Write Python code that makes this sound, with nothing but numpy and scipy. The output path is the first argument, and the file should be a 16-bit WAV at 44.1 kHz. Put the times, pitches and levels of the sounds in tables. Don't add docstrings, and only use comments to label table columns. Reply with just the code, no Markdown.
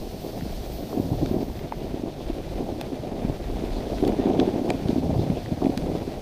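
import sys
import numpy as np
from scipy import signal
from scipy.fft import rfft, irfft
from scipy.io import wavfile
from scipy.ndimage import uniform_filter1d

SR = 44100
rng = np.random.default_rng(int(sys.argv[2]) if len(sys.argv) > 2 else 0)


def master_out(mix):
    frames = np.transpose(np.atleast_2d(mix))
    ceiling = np.clip(frames, -1, 1)
    pcm = np.round(ceiling * 32767).astype(np.int16)
    wavfile.write(sys.argv[1], SR, pcm)


N = 273861
TIME = np.arange(N) / SR
FREQS = np.fft.rfftfreq(N, 1 / SR)

# (time [s], crump level [dB])
DRAG = [(0.0, -39), (0.3, -35), (0.76, -37.5), (0.95, -32.5), (1.11, -32), (1.3, -30.5), (1.55, -38),
        (2.05, -35.5), (2.3, -38), (2.62, -33.5), (3.13, -33.5), (3.42, -35), (3.85, -31.5), (4.05, -30),
        (4.35, -24.5), (4.8, -32), (5.21, -29.5), (5.46, -35), (5.62, -34.5), (5.95, -31.5), (6.21, -34.5)]
# (time [s], coarse scrape level [dB], fine powder hiss level [dB])
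GLIDE = [(0.0, -61, -54.5), (0.5, -57.5, -53.5), (0.75, -59.5, -53.5), (1.25, -55.5, -55.5),
         (1.55, -56, -58.5), (2.12, -56, -59.5), (2.3, -53.5, -59), (2.8, -55, -58), (3.2, -54.5, -60),
         (3.99, -50.5, -55), (4.2, -50, -58.5), (4.48, -50.5, -56.5), (4.74, -53, -55.5), (5.3, -53, -56.5),
         (5.8, -54, -56.5), (5.95, -53, -56.5), (6.21, -53.5, -57)]
# (time [s], level [dB])
WIND = [(0.0, -34.5), (0.3, -45), (0.5, -37.5), (0.7, -33), (1.0, -45), (1.35, -38.5), (1.6, -38.5),
        (2.16, -46), (2.27, -33), (2.5, -36), (2.7, -32.5), (2.95, -43), (3.3, -38), (3.55, -35.5),
        (3.87, -41), (4.05, -34.5), (4.55, -44), (5.0, -41.5), (6.21, -40)]
# (time [s], level [dB])
SHAKE = [(0.0, -42), (0.86, -47.5), (1.05, -36), (1.3, -32), (1.54, -43.5), (2.08, -39), (2.27, -49),
         (2.42, -42), (2.75, -43.5), (3.1, -40.5), (3.6, -40.5), (3.85, -46), (4.15, -39.5), (4.79, -37.5),
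         (5.12, -26), (5.46, -39), (5.76, -36.5), (6.21, -43)]
# (time [s], level [dB])
DUST = [(0.0, -55), (0.5, -56), (0.75, -53), (1.25, -55), (1.8, -61), (2.1, -77), (2.6, -69), (3.2, -74),
        (6.21, -85)]

# (time [s], level before trim [dB], pitch [Hz],
# time to cross [s], knock off relative to knock on [dB])
LUMPS = [(0.2484, -20.5, 363, 0.0061, -8), (0.3541, -31, 342, 0.007, -18), (0.425, -19.5, 207, 0.0071, -11),
         (0.4642, -23, 237, 0.0093, -10), (0.8343, -25.5, 199, 0.011, -13), (0.9312, -19, 373, 0.012, -7),
         (0.9751, -13, 260, 0.025, 0.5), (1.1198, -15.5, 288, 0.0128, 1.5), (1.2301, -10, 300, .0065, -3),
         (1.314, -12.5, 275, 0.0052, -9), (1.344, -10.5, 312, 0.024, -3), (1.4071, -17, 287, 0.022, 1.5),
         (1.4852, -23, 274, .013, -4), (1.6473, -22.5, 245, 0.0034, -12), (1.8463, -21, 322, 0.0055, -11),
         (1.9436, -15.5, 313, 0.054, -3), (2.0377, -16.5, 297, 0.023, -1), (2.073, -23, 260, 0.0058, -6),
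         (2.3, -16.5, 310, 0.006, -20), (2.561, -19, 330, 0.034, -2.5), (2.607, -18.5, 317, 0.017, 2),
         (2.7139, -24, 273, 0.012, 3.5), (2.9216, -17.5, 302, 0.011, 1.5),
         (3.2506, -14.5, 213, 0.0092, -10), (3.2872, -17.5, 242, .011, 0.5), (3.4, -24.5, 430, 0.0053, 3),
         (3.5007, -18.5, 337, 0.023, -3), (3.6244, -19, 342, .0147, 2.5), (3.9227, -18, 390, .0088, 3),
         (4.0281, -8.5, 318, 0.0079, 0.5), (4.0452, -12.5, 296, 0.0069, -3), (4.0686, -9, 322, 0.015, -0.5),
         (4.0978, -13, 300, 0.0042, -22), (4.126, -20.5, 335, 0.0088, 2), (4.1908, -11.5, 314, 0.0076, 2.5),
         (4.2596, -7.5, 308, .0102, -3), (4.2986, -11.5, 316, 0.0032, -2), (4.3383, -17, 342, 0.031, 3),
         (4.3941, -5.5, 290, .011, -7), (4.417, -6, 326, 0.0122, -6), (4.4785, -11, 320, 0.021, -6),
         (4.5428, -21, 420, 0.0057, -8), (4.5966, -14.5, 275, .0204, 2), (4.6481, -14.5, 374, .006, -4),
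         (4.6948, -14, 343, 0.017, 4.5), (4.7482, -16.5, 294, .007, -15), (4.8586, -19, 163, 0.0045, -17),
         (4.8945, -6.5, 268, 0.037, -8.5), (4.964, -12.5, 265, 0.02, 4), (5.0956, -15.5, 243, 0.036, 0),
         (5.1943, -14, 315, 0.023, -3.5), (5.2593, -25, 187, 0.0027, -2), (5.301, -13, 212, 0.0113, -5),
         (5.372, -20, 494, 0.006, -14), (5.518, -17.5, 262, 0.0089, -0.5),
         (5.6242, -10.5, 297, 0.0055, -12), (5.6493, -9, 276, 0.018, 2.5), (5.6969, -10, 284, 0.0031, -24),
         (5.775, -15, 214, 0.0047, -11), (5.8703, -16, 370, 0.029, -2.5), (5.9526, -17, 367, .009, -6),
         (6.079, -15, 320, 0.005, -18)]
# (time [s], level over the first 5 ms [dB], emphasised ring [Hz],
# pitch ratio of the modes [1], crack relative to ring [dB], upper edge of the treble [Hz])
TICKS = [(.409, -43, 1650, 0.77, -5, 3300), (0.422, -47, 2000, 0.75, -2, 4000),
         (1.26, -38.5, 1500, 0.94, -6, 6000), (1.592, -44.5, 2200, 0.86, -4, 3800),
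         (1.722, -40, 1350, 1.03, -4, 2200), (2.812, -34, 3270, 1.04, -8, 14000),
         (3.983, -41, 1500, 0.81, -9, 3000), (4.038, -45, 1600, 1, -3, 2800),
         (4.05, -39, 3000, 1, -1, 5200), (4.0777, -37, 4230, 1.1, -11, 14000),
         (4.121, -45, 1500, .95, -8, 2400), (4.3991, -28.5, 3370, 0.99, -9, 4600),
         (4.7034, -27, 2300, 0.98, -12, 8800), (4.885, -39, 3460, 0.92, -2, 5000),
         (5.302, -43.5, 2000, 0.9, -7, 3600), (5.46, -42, 1890, 0.78, -6, 3200),
         (5.642, -44.5, 2500, 1.3, 0, 3800), (5.657, -42.5, 2500, 0.99, -10, 3800),
         (5.7757, -33, 4400, 0.99, -10, 14000)]
# (time [s], peak level [dB], pitch [Hz])
TAPS = [(0.928, -30.5, 1020), (1.4985, -32, 850), (1.7222, -17, 883), (2.2068, -25, 570),
        (2.8122, -24.5, 720), (4.397, -30, 1070), (4.7037, -14.5, 680), (5.617, -30, 1050),
        (5.776, -29, 725)]
# (time [s], half length [s], level [dB], centre [Hz])
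CRUSTS = [(1.25, 0.074, -52, 4070), (1.417, .02, -51, 4400), (1.827, 0.046, -54, 2660),
          (2.29, .02, -52, 3400), (2.582, 0.017, -53, 2300), (3.75, .035, -48.5, 3860),
          (3.957, 0.014, -47, 4300), (4.336, .01, -48, 3200), (4.392, 0.0059, -41, 3000),
          (4.694, .004, -43, 1700), (4.904, .02, -50, 3880), (5.214, 0.025, -50, 3670),
          (5.372, 0.028, -49.5, 2700)]

# (frequency [Hz], t60 [s], level [dB])
GEAR_MODES = [(1560, 0.0085, 6), (1850, 0.013, 4.5), (2446, 0.011, 7.5), (3420, 0.0085, 5),
              (4040, 0.019, 0.5), (4840, 0.013, 1), (6200, 0.0064, 1), (7000, 0.0064, -13),
              (8900, .007, -9), (12800, .004, -10)]
# (frequency [Hz], t60 [s], level [dB])
FRAME_MODES = [(259.5, 0.062, -6.5), (394, 0.046, -8.5)]
# (frequency [Hz], t60 [s])
RUNNER_MODES = [(1700, 0.0019), (2400, 0.012), (3500, 0.0037), (4700, 0.0013)]
# (frequency [Hz], width, twice the rms wander [Hz], rms level [dB])
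WHINE = [(6294, 5, -74), (6324, 10, -76), (12618, 8, -78.5)]

# (frequency [Hz], relative level [dB])
CRUMP_COLOUR = [(90, -8.5), (160, -7.5), (210, 1), (260, 0), (390, -0.5), (490, -4), (730, -5),
                (860, -13.5), (1050, -22), (1400, -40.5), (3000, -67)]
# (frequency [Hz], relative level [dB])
SCRAPE_COLOUR = [(600, 3), (1200, 0.5), (1800, -1.5), (2400, -0.5), (3000, -3.5), (3500, -1), (5000, -12.5),
                 (6000, -14), (7000, -18), (9500, -32), (11000, -37), (16000, -50)]
# (frequency [Hz], relative level [dB])
POWDER_COLOUR = [(1500, 3), (3000, 6), (4500, 10), (6000, 4.5), (7000, -1.5), (9500, -0.5), (10600, -3),
                 (12000, -5), (13000, -0.5), (15500, -5.5)]
# (frequency [Hz], relative level [dB])
WIND_COLOUR = [(10, -12.5), (22, -8.5), (35, 0.5), (60, -2.5), (85, -12), (150, -23.5), (400, -30.5),
               (1500, -56)]
# (frequency [Hz], relative level [dB])
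BOOM_COLOUR = [(40, -31), (75, -1), (110, 1.5), (165, 1.5), (220, -9), (320, -13), (1000, -66)]
# (frequency [Hz], relative level [dB])
DUST_COLOUR = [(10500, -40), (12000, 0), (13200, -4), (15400, -3)]

TOP_HZ = 15400
EASY_DRAG_DB = -35
LUMP_ATTACK_S, LUMP_RELEASE_S = 0.0014, 0.0095
LUMP_HZ = 277


def undb(db):
    return 10 ** (np.asarray(db) / 20)


def unit(x):
    return x / np.sqrt(np.mean(x ** 2))


def curves(table):
    s, *columns = np.transpose(table)
    return [np.interp(TIME, s, column) for column in columns]


def colour(x, points):
    hz, db = np.transpose(points)
    gain = undb(np.interp(np.log(FREQS + 1), np.log(hz), db))
    return unit(irfft(rfft(x) * gain, N))


def walk(rate):
    noise = rng.standard_normal(N)
    return unit(irfft(rfft(noise) * np.exp(-(FREQS / rate) ** 2), N))


def grains(rate, spread_db):
    chance = rng.random(N)
    size = np.minimum(rng.exponential(1, N), np.pi)
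    return (chance < rate / SR) * undb(spread_db * size)


def add(out, at, sound):
    start = max(int(at * SR), 0)
    out[start:start + len(sound)] += sound[:N - start]


def decay(t, t60):
    return np.exp(-np.log(1000) * t / t60)


def ring(x, hz, t60):
    r = decay(1 / SR, t60)
    return signal.lfilter([1 - r, 0, r - 1], [1, -2 * r * np.cos(2 * np.pi * hz / SR), r * r], x)


def knocks():
    pairs = []
    for at, db, hz, length, drop_db in LUMPS:
        pairs += [(at, db, hz), (at + length, db + drop_db, hz)]
    return pairs


def lump_load(soft=0):
    load, t = np.zeros(N), np.arange(SR // 10) / SR
    release = np.exp(-np.maximum(t - LUMP_ATTACK_S, 0) / LUMP_RELEASE_S)
    swell = np.minimum(t / LUMP_ATTACK_S, 1) * release
    for at, db, hz in knocks():
        add(load, at - LUMP_ATTACK_S, undb(db) * (LUMP_HZ / hz) ** soft * swell)
    return load


def crumps(drag_db, cluster_db=2.0, lump_db=-18.0):
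    steps = grains(rate=1500, spread_db=2.5) * np.sign(rng.standard_normal(N))
    strength = np.hypot(undb(drag_db), undb(lump_db) * lump_load(soft=-2.05))
    return colour(steps, CRUMP_COLOUR) * strength * undb(cluster_db * walk(rate=38))


def thud(hz, t, rise_cycles=0.7, fall_cycles=0.53, lean=0.48):
    rise = np.exp(-(hz * t / rise_cycles) ** 2)
    fall = 1 / np.cosh(hz * t / fall_cycles)
    return np.cos(2 * np.pi * hz * t + lean) * np.where(t < 0, rise, fall)


def bumps(drag_db, trim_db=-3.0, small_db=-35, roughen=1.4):
    reach = 0.02
    t = np.arange(-reach, reach, 1 / SR)
    small = grains(rate=55, spread_db=-2.0) * undb(small_db + roughen * (drag_db - EASY_DRAG_DB))
    out = signal.fftconvolve(small, thud(LUMP_HZ, t), "same")
    for at, db, hz in knocks():
        add(out, at - reach, undb(db + trim_db) * thud(hz, t))
    shudder = sum(undb(db) * ring(out, hz, t60) for hz, t60, db in FRAME_MODES)
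    return out + shudder


def basket(trim_db=1.45, lump_db=-20, jolt_db=3.0):
    shake_db, = curves(SHAKE)
    strength = np.hypot(undb(shake_db + trim_db), undb(lump_db) * lump_load(soft=4.3))
    jolts = grains(rate=550, spread_db=2.5) * np.sign(rng.standard_normal(N))
    return colour(jolts, BOOM_COLOUR) * strength * undb(jolt_db * walk(rate=42))


def runners(rumble):
    scrape_db, powder_db = curves(GLIDE)
    scrape_trim_db, powder_trim_db = 5.36, 5.07
    grip = 0.18
    shift_db, patchy_db = 1.6, 0.68

    brief = np.abs(uniform_filter1d(rumble ** 2, size=400))
    lasting = np.abs(uniform_filter1d(rumble ** 2, size=12000))
    pressure = unit(np.sqrt(brief / lasting))

    crystals = colour(grains(rate=3500, spread_db=-1.5) * rng.standard_normal(N), SCRAPE_COLOUR)
    rasp = crystals.copy()
    for hz, t60 in RUNNER_MODES:
        rasp += (undb(shift_db * walk(rate=14.5)) - 1) * ring(crystals, hz, t60)
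    scrape = unit(rasp) * pressure ** grip * undb(scrape_db + scrape_trim_db)
    powder = colour(rng.standard_normal(N), POWDER_COLOUR) * undb(powder_db + powder_trim_db)
    return (scrape + powder) * undb(patchy_db * walk(rate=23))


def dust(flutter_db=2.0):
    dust_db, = curves(DUST)
    return colour(rng.standard_normal(N), DUST_COLOUR) * undb(dust_db + flutter_db * walk(rate=14))


def wind(trim_db=1.2, eddy_db=3.0):
    gust_db, = curves(WIND)
    level_db = gust_db + trim_db + eddy_db * walk(rate=3.5)
    return colour(rng.standard_normal(N), WIND_COLOUR) * undb(level_db)


def whine():
    out = np.zeros(N)
    for hz, width, db in WHINE:
        unsteady_hz = hz + width / 2 * walk(rate=8.3)
        out += undb(db) * unit(np.sin(2 * np.pi * np.cumsum(unsteady_hz) / SR))
    return out


def ticks(crack_s=0.0015, focus_db=7.5, focus_octaves=0.25, scuff_s=0.001193, scuff_db=-10.5):
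    out, t = np.zeros(N), np.arange(SR // 20) / SR
    hz, t60, mode_db = np.transpose(GEAR_MODES)
    first = t < 0.005
    sign = (-1) ** np.arange(len(hz))
    high_pass = signal.butter(2, 950, "high", fs=SR)
    for at, db, spot_hz, ratio, crack_db, edge_hz in TICKS:
        mode_hz = hz * ratio
        rings = sign * np.sin(2 * np.pi * np.outer(t, mode_hz)) * decay(t[:, None], t60)
        focus = np.exp(-(np.log2(mode_hz / spot_hz) / focus_octaves) ** 2)
        body = rings @ undb(mode_db + focus_db * focus)
        grit = signal.lfilter(*high_pass, rng.standard_normal((2, len(t))) * np.exp(-t / crack_s))
        low_pass = signal.butter(3, min(edge_hz, TOP_HZ), fs=SR)
        body, crack, scuff = (unit(signal.lfilter(*low_pass, part)) for part in (body, *grit))
        tick = body + undb(crack_db) * crack
        gain = undb(db) / tick[first].std()
        add(out, at, gain * tick)
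        add(out, at - scuff_s, gain * undb(scuff_db) * scuff)
    return out


def taps(t60=0.013, contact_s=0.0011):
    out, t = np.zeros(N), np.arange(SR // 20) / SR
    swell = (1 - np.exp(-(t / contact_s) ** 2)) * decay(t, t60)
    for at, db, hz in TAPS:
        add(out, at, undb(db) * np.sin(2 * np.pi * hz * t) * swell / swell.max())
    return out


def crust(t60=0.0017):
    grit = grains(rate=3000, spread_db=0.0) * rng.standard_normal(N)
    out = np.zeros(N)
    for at, length, db, hz in CRUSTS:
        swish = unit(ring(ring(grit, hz, t60), hz, t60 / 2))
        out += swish * undb(db) * np.exp(-((TIME - at) / length) ** 2)
    return out


def scene():
    drag_db, = curves(DRAG)
    rumble = crumps(drag_db) + bumps(drag_db)
    sliding = runners(rumble) + crust() + dust()
    gear = basket() + ticks() + taps()
    return (rumble + sliding + gear + wind() + whine())[None]


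def record(dry):
    low_pass = signal.ellip(10, 0.2, 70, TOP_HZ, fs=SR, output="sos")
    return signal.sosfilt(low_pass, dry)


dry = scene()
out = record(dry)
master_out(out)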